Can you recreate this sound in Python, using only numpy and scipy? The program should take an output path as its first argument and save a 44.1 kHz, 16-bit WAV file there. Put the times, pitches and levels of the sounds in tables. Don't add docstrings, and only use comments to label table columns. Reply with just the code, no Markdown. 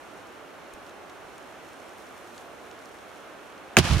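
import sys
import numpy as np
from scipy import signal
from scipy.fft import rfft, irfft
from scipy.io import wavfile
from scipy.ndimage import uniform_filter1d

SR = 44100
rng = np.random.default_rng(int(sys.argv[2]) if len(sys.argv) > 2 else 0)


def volts_from_db(level):
    exponent = np.asarray(level, float) / 20
    return 10 ** exponent


def file_out(sig):
    cols = np.atleast_2d(sig).T
    lim = np.clip(cols, -1, 1)
    pcm = np.round(lim * 32767).astype(np.int16)
    wavfile.write(sys.argv[1], SR, pcm)


N = 176400
T = np.arange(N) / SR

# arrival in seconds, peak in dB.
SHOCK_FRONTS = [
    (3.7687, 17.5),
    (3.7722, -20),
    (3.7779, -13),
    (3.7884, -3),
]
# pitch in Hz, level in dB, 60 dB decay in seconds.
MIC_RINGS = [(2440, 2, 0.0029), (6710, -11.5, 0.0036), (1650, -6, 0.0051), (3200, -18.5, 0.0063),
             (1100, -16.5, 0.0052)]
# centre in seconds, peak in dB, half width in seconds.
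PRESSURE_WAVES = [(3.7764, -5, 0.0008), (3.782, -8.5, 0.00073), (3.7853, -9, 0.00047),
                  (3.7903, -2.5, 0.00088), (3.7933, -11, 0.00098), (3.8015, -9.5, 0.0014),
                  (3.8068, -13, 0.0014), (3.816, -21, .003), (3.83, -25, 0.0027), (3.851, -16.5, 0.0013),
                  (3.88, -22, 0.0017), (3.903, -16.5, 0.0015), (3.917, -9, .0022), (3.9233, -16, 0.0019),
                  (3.932, -17, 0.0025), (3.9477, -9, .002), (3.96, -12, 0.0031), (3.9687, -11, 0.0015),
                  (3.982, -18, .002), (3.9975, -15.5, 0.00071)]
# centre in seconds, depth in dB, half width in seconds.
RAREFACTIONS = [
    (3.7753, -1, 0.00028),
    (3.7792, -19, .0013),
    (3.792, -11, 0.00033),
    (3.7972, -7, 0.0012),
    (3.811, -14.5, 0.0013),
    (3.9275, -10, 0.0017),
    (3.939, -15, 0.0021),
    (3.973, -15, 0.0016),
    (3.911, -16, .003),
    (3.7888, -2, 0.00036),
]
# time in seconds, level in dB.
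ROAR_LEVEL = [(3.769, -17), (3.78, -21), (3.79, -16), (3.802, -29), (3.826, -37), (3.843, -29.5),
              (3.93, -30), (3.975, -35), (4., -31.5)]
# frequency in Hz, density in dB per Hz.
ROAR_COLOUR = [(30, -10), (90, 0), (400, -11), (1000, -9.5), (2500, -13), (5000, -19), (11000, -31),
               (15500, -50)]
# frequency in Hz, likeness from 0 to 1.
ROAR_ALIKE = [(60, .96), (290, 0.83), (640, 0.7), (1410, 0.63), (3100, 0.56), (6820, .06), (15000, .01)]
# frequency in Hz, left over right in dB.
ROAR_LEAN = [(60, -5), (250, -5.5), (1000, -4), (3000, -2.8), (15000, -2)]
# centre in seconds, level in dB, length in seconds.
DEBRIS_SHOWERS = [
    (3.7727, -18, 0.0037),
    (3.7793, -16, .001),
    (3.782, -34, .003),
    (3.7876, -8, 0.001),
    (3.7897, -21, 0.0013),
]
# time in seconds, level in dB.
FLAME_LEVEL = [(0, -62.5), (.2, -63.5), (.5, -70), (.83, -66), (.89, -61), (.96, -69), (1.2, -65),
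               (1.45, -65.5), (1.75, -61.5), (2.05, -61.5), (2.4, -58.5), (2.5, -65), (2.65, -61.5),
               (2.95, -63.5), (3.2, -63.5), (3.75, -70)]
# start in seconds, peak in dB, pitch in Hz.
CRACKLES = [(.737, -37, 9600), (.865, -45, 4700), (.894, -42.5, 5500), (.909, -45, 5200),
            (1.097, -40, 4600), (1.381, -39, 7400), (1.428, -45, 5500), (1.487, -48, 4900),
            (1.663, -50, 5500), (1.69, -43, 6000), (1.732, -40, 5400), (1.8, -45, 5800), (1.893, -46, 5600),
            (1.983, -45, 10500), (2.003, -42, 5300), (2.068, -45, 6100), (2.18, -43, 8500),
            (2.345, -43, 5700), (2.379, -36.5, 5370), (2.419, -43, 6000), (2.713, -37, 5800),
            (2.791, -44, 6000), (2.857, -38.5, 7000), (2.987, -44, 5500), (3.524, -48, 4600),
            (3.579, -44, 5900), (3.68, -45, 5000), (3.736, -46, 6500)]
# centre in seconds, peak in dB, half width in seconds.
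WIND_PUFFS = [
    (.745, -51, 0.0054),
    (1.249, -56, 0.0047),
    (2.924, -61, 0.0038),
]
# frequency in Hz, density in dB per Hz.
WATER_COLOUR = [(22, -24), (60, -9), (170, -8.5), (280, -1.5), (600, -0.5), (1400, -4.5), (4000, -19),
                (15500, -35.5)]
# frequency in Hz, likeness from 0 to 1.
WATER_ALIKE = [(60, 0.01), (130, .02), (290, 0.66), (640, 0.66), (3100, 0.48), (6820, 0.33), (15000, 0.11)]
# frequency in Hz, left over right in dB.
WATER_LEAN = [(60, -3.5), (380, -4.5), (700, -1.5), (15000, -2.5)]
# multiple of the base pitch, level in dB.
WHINE_OVERTONES = [(4, -6), (5, -6), (6, -1), (7, 0)]
# centre in Hz, width in Hz, depth from 0 to 1.
HOUSING_DIPS = [(4600, 210, 0.27), (4900, 600, 0.44), (7700, 500, 0.2), (15300, 1500, .3)]

CLAMP_S = 3.7694
LEFT_RIGHT = np.array([[1], [-1]])


def level(x, db):
    return x * volts_from_db(db) / np.sqrt(np.mean(x ** 2))


def curve(table, at):
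    return np.interp(at, *np.array(table)[:, :2].T)


def on_log(table, hz):
    table_hz, values = np.array(table)[:, :2].T
    return np.interp(np.log(hz + 1), np.log(table_hz), values)


def walk(rate):
    hold = int(SR / rate)
    steps = np.repeat(rng.standard_normal(N // hold + 1), hold)
    return 1.63 * uniform_filter1d(uniform_filter1d(steps, hold), hold)[:N]


def band(x, hz, width_hz):
    return signal.lfilter(*signal.iirpeak(hz, hz / width_hz, SR), x)


def band_twice(x, hz, width_hz):
    return band(band(x, hz, width_hz), hz, width_hz)


def wide(colour, alike, lean, flicker_db, rate):
    hz = np.fft.rfftfreq(N, 1 / SR)
    mid, side = rfft(rng.standard_normal((2, N)))
    likeness = np.clip(on_log(alike, hz), 0, 1)
    spectrum = mid * np.sqrt(1 + likeness) + LEFT_RIGHT * side * np.sqrt(1 - likeness)
    spectrum = spectrum * volts_from_db(on_log(colour, hz) + LEFT_RIGHT * on_log(lean, hz) / 2)
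    octave = np.log2(hz / 30 + 1e-9)
    out = np.zeros((2, N))
    for k in range(10):
        share = np.sqrt(np.clip(1 - abs(octave - k), 0, 1))
        out += irfft(spectrum * share, N) * volts_from_db(flicker_db * walk(rate))
    return level(out, 0)


def push(s, db, half_s):
    suction, spread = 0.81, 2.9
    u = ((T - s) / half_s) ** 2
    shape = np.exp(-u) - suction / spread * np.exp(-u / spread ** 2)
    return volts_from_db(db) * shape / (1 - suction / spread)


def shock():
    port_lag_s = np.array([[0], [.00004]])
    out = np.zeros((2, N))
    for s, db in SHOCK_FRONTS:
        t = np.clip(T - s - port_lag_s, 0, 1)
        for hz, ring_db, t60 in MIC_RINGS:
            out -= volts_from_db(db + ring_db) * np.sin(2 * np.pi * hz * t) * volts_from_db(-60 * t / t60)
    return out


def pressure_waves():
    waves = sum(push(*row) for row in PRESSURE_WAVES) - sum(push(*row) for row in RAREFACTIONS)
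    edges = signal.lfilter(*signal.butter(1, 600, "high", fs=SR), waves)
    left = volts_from_db(-9.5) * waves + volts_from_db(-16) * edges
    return np.array([left, waves])


def gas_roar():
    grain_per_s, spread_db = 1500, 4.2
    size = volts_from_db(np.minimum(spread_db * rng.exponential(size=(2, N)), 14))
    grains = (rng.random(N) < grain_per_s / SR) * size * rng.standard_normal((2, N))
    grit = level(band_twice(grains, 3600, 5500), -9.5)
    body = wide(ROAR_COLOUR, ROAR_ALIKE, ROAR_LEAN, 1.5, 150) + grit
    return body * volts_from_db(curve(ROAR_LEVEL, T) + 2.5)


def debris():
    showers = sum(volts_from_db(db) * np.exp(-((T - s) / length_s) ** 2) for s, db, length_s in DEBRIS_SHOWERS)
    return level(band_twice(rng.standard_normal((2, N)), 6500, 9000), -5.0) * showers


def flame_hiss():
    spit_per_s, spread_db = 660, 5
    size = volts_from_db(np.minimum(spread_db * rng.exponential(size=N), 12))
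    spits = (rng.random(N) < spit_per_s / SR) * size * rng.standard_normal(N)
    hiss = level(spits, -3.5) + 0.59 * rng.standard_normal(N) + 0.79 * rng.standard_normal((2, N))
    hiss = level(band_twice(hiss, 5600, 8700), -0.4)
    return hiss * volts_from_db(curve(FLAME_LEVEL, T) + 0.9 * walk(35))


def crackles():
    length, decay_s = 300, 0.0017
    out = np.zeros(N)
    for s, db, hz in CRACKLES:
        burst = rng.standard_normal(length) * np.exp(-T[:length] / decay_s)
        pop = band(band(burst, hz * 0.62, hz * 0.67), hz * 0.83, hz * 0.93)
        i = int(s * SR)
        out[i:i + length] += volts_from_db(db) * pop / abs(pop).max()
    return out


def fire():
    return (flame_hiss() + crackles()) * volts_from_db(-.8 * LEFT_RIGHT)


def wind_puffs():
    return sum(push(*row) for row in WIND_PUFFS)


def far_water():
    return volts_from_db(-45) * wide(WATER_COLOUR, WATER_ALIKE, WATER_LEAN, 0.34, 11)


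def whine():
    base_hz = 2057.7
    return sum(volts_from_db(-89 + db) * np.sin(2 * np.pi * k * base_hz * T) for k, db in WHINE_OVERTONES)


def scene():
    shore = far_water() + fire() + wind_puffs()
    for hz, width_hz, depth in HOUSING_DIPS:
        shore = shore - depth * band(shore, hz, width_hz)
    below_top = np.fft.rfftfreq(N, 1 / SR) < 15750
    shore = irfft(rfft(shore + whine()) * below_top, N)
    shore = shore * volts_from_db(-20 * (T > CLAMP_S))
    after_blast = T > SHOCK_FRONTS[0][0]
    return shock() + pressure_waves() + after_blast * (gas_roar() + debris()) + shore


def low_pass(x):
    return signal.sosfilt(signal.butter(12, 16430, fs=SR, output="sos"), x)


def record(dry):
    ceiling_db, clamp_db, clamp_tau_s = -1., -6, .0015
    clamped = 1 - np.exp(-np.clip(T - CLAMP_S, 0, 1) / clamp_tau_s)
    top = volts_from_db(ceiling_db + clamp_db * clamped)
    x = dry / (1 + (dry / top) ** 6) ** (1 / 6)
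    lost_treble = signal.lfilter(*signal.butter(2, 1200, "high", fs=SR), dry - x)
    x = x + 0.45 * (T > 3.7715) * lost_treble
    x = signal.sosfiltfilt(signal.ellip(6, .05, 40, 15900, fs=SR, output="sos"), x)
    return low_pass(x)


dry = scene()
out = record(dry)
file_out(out)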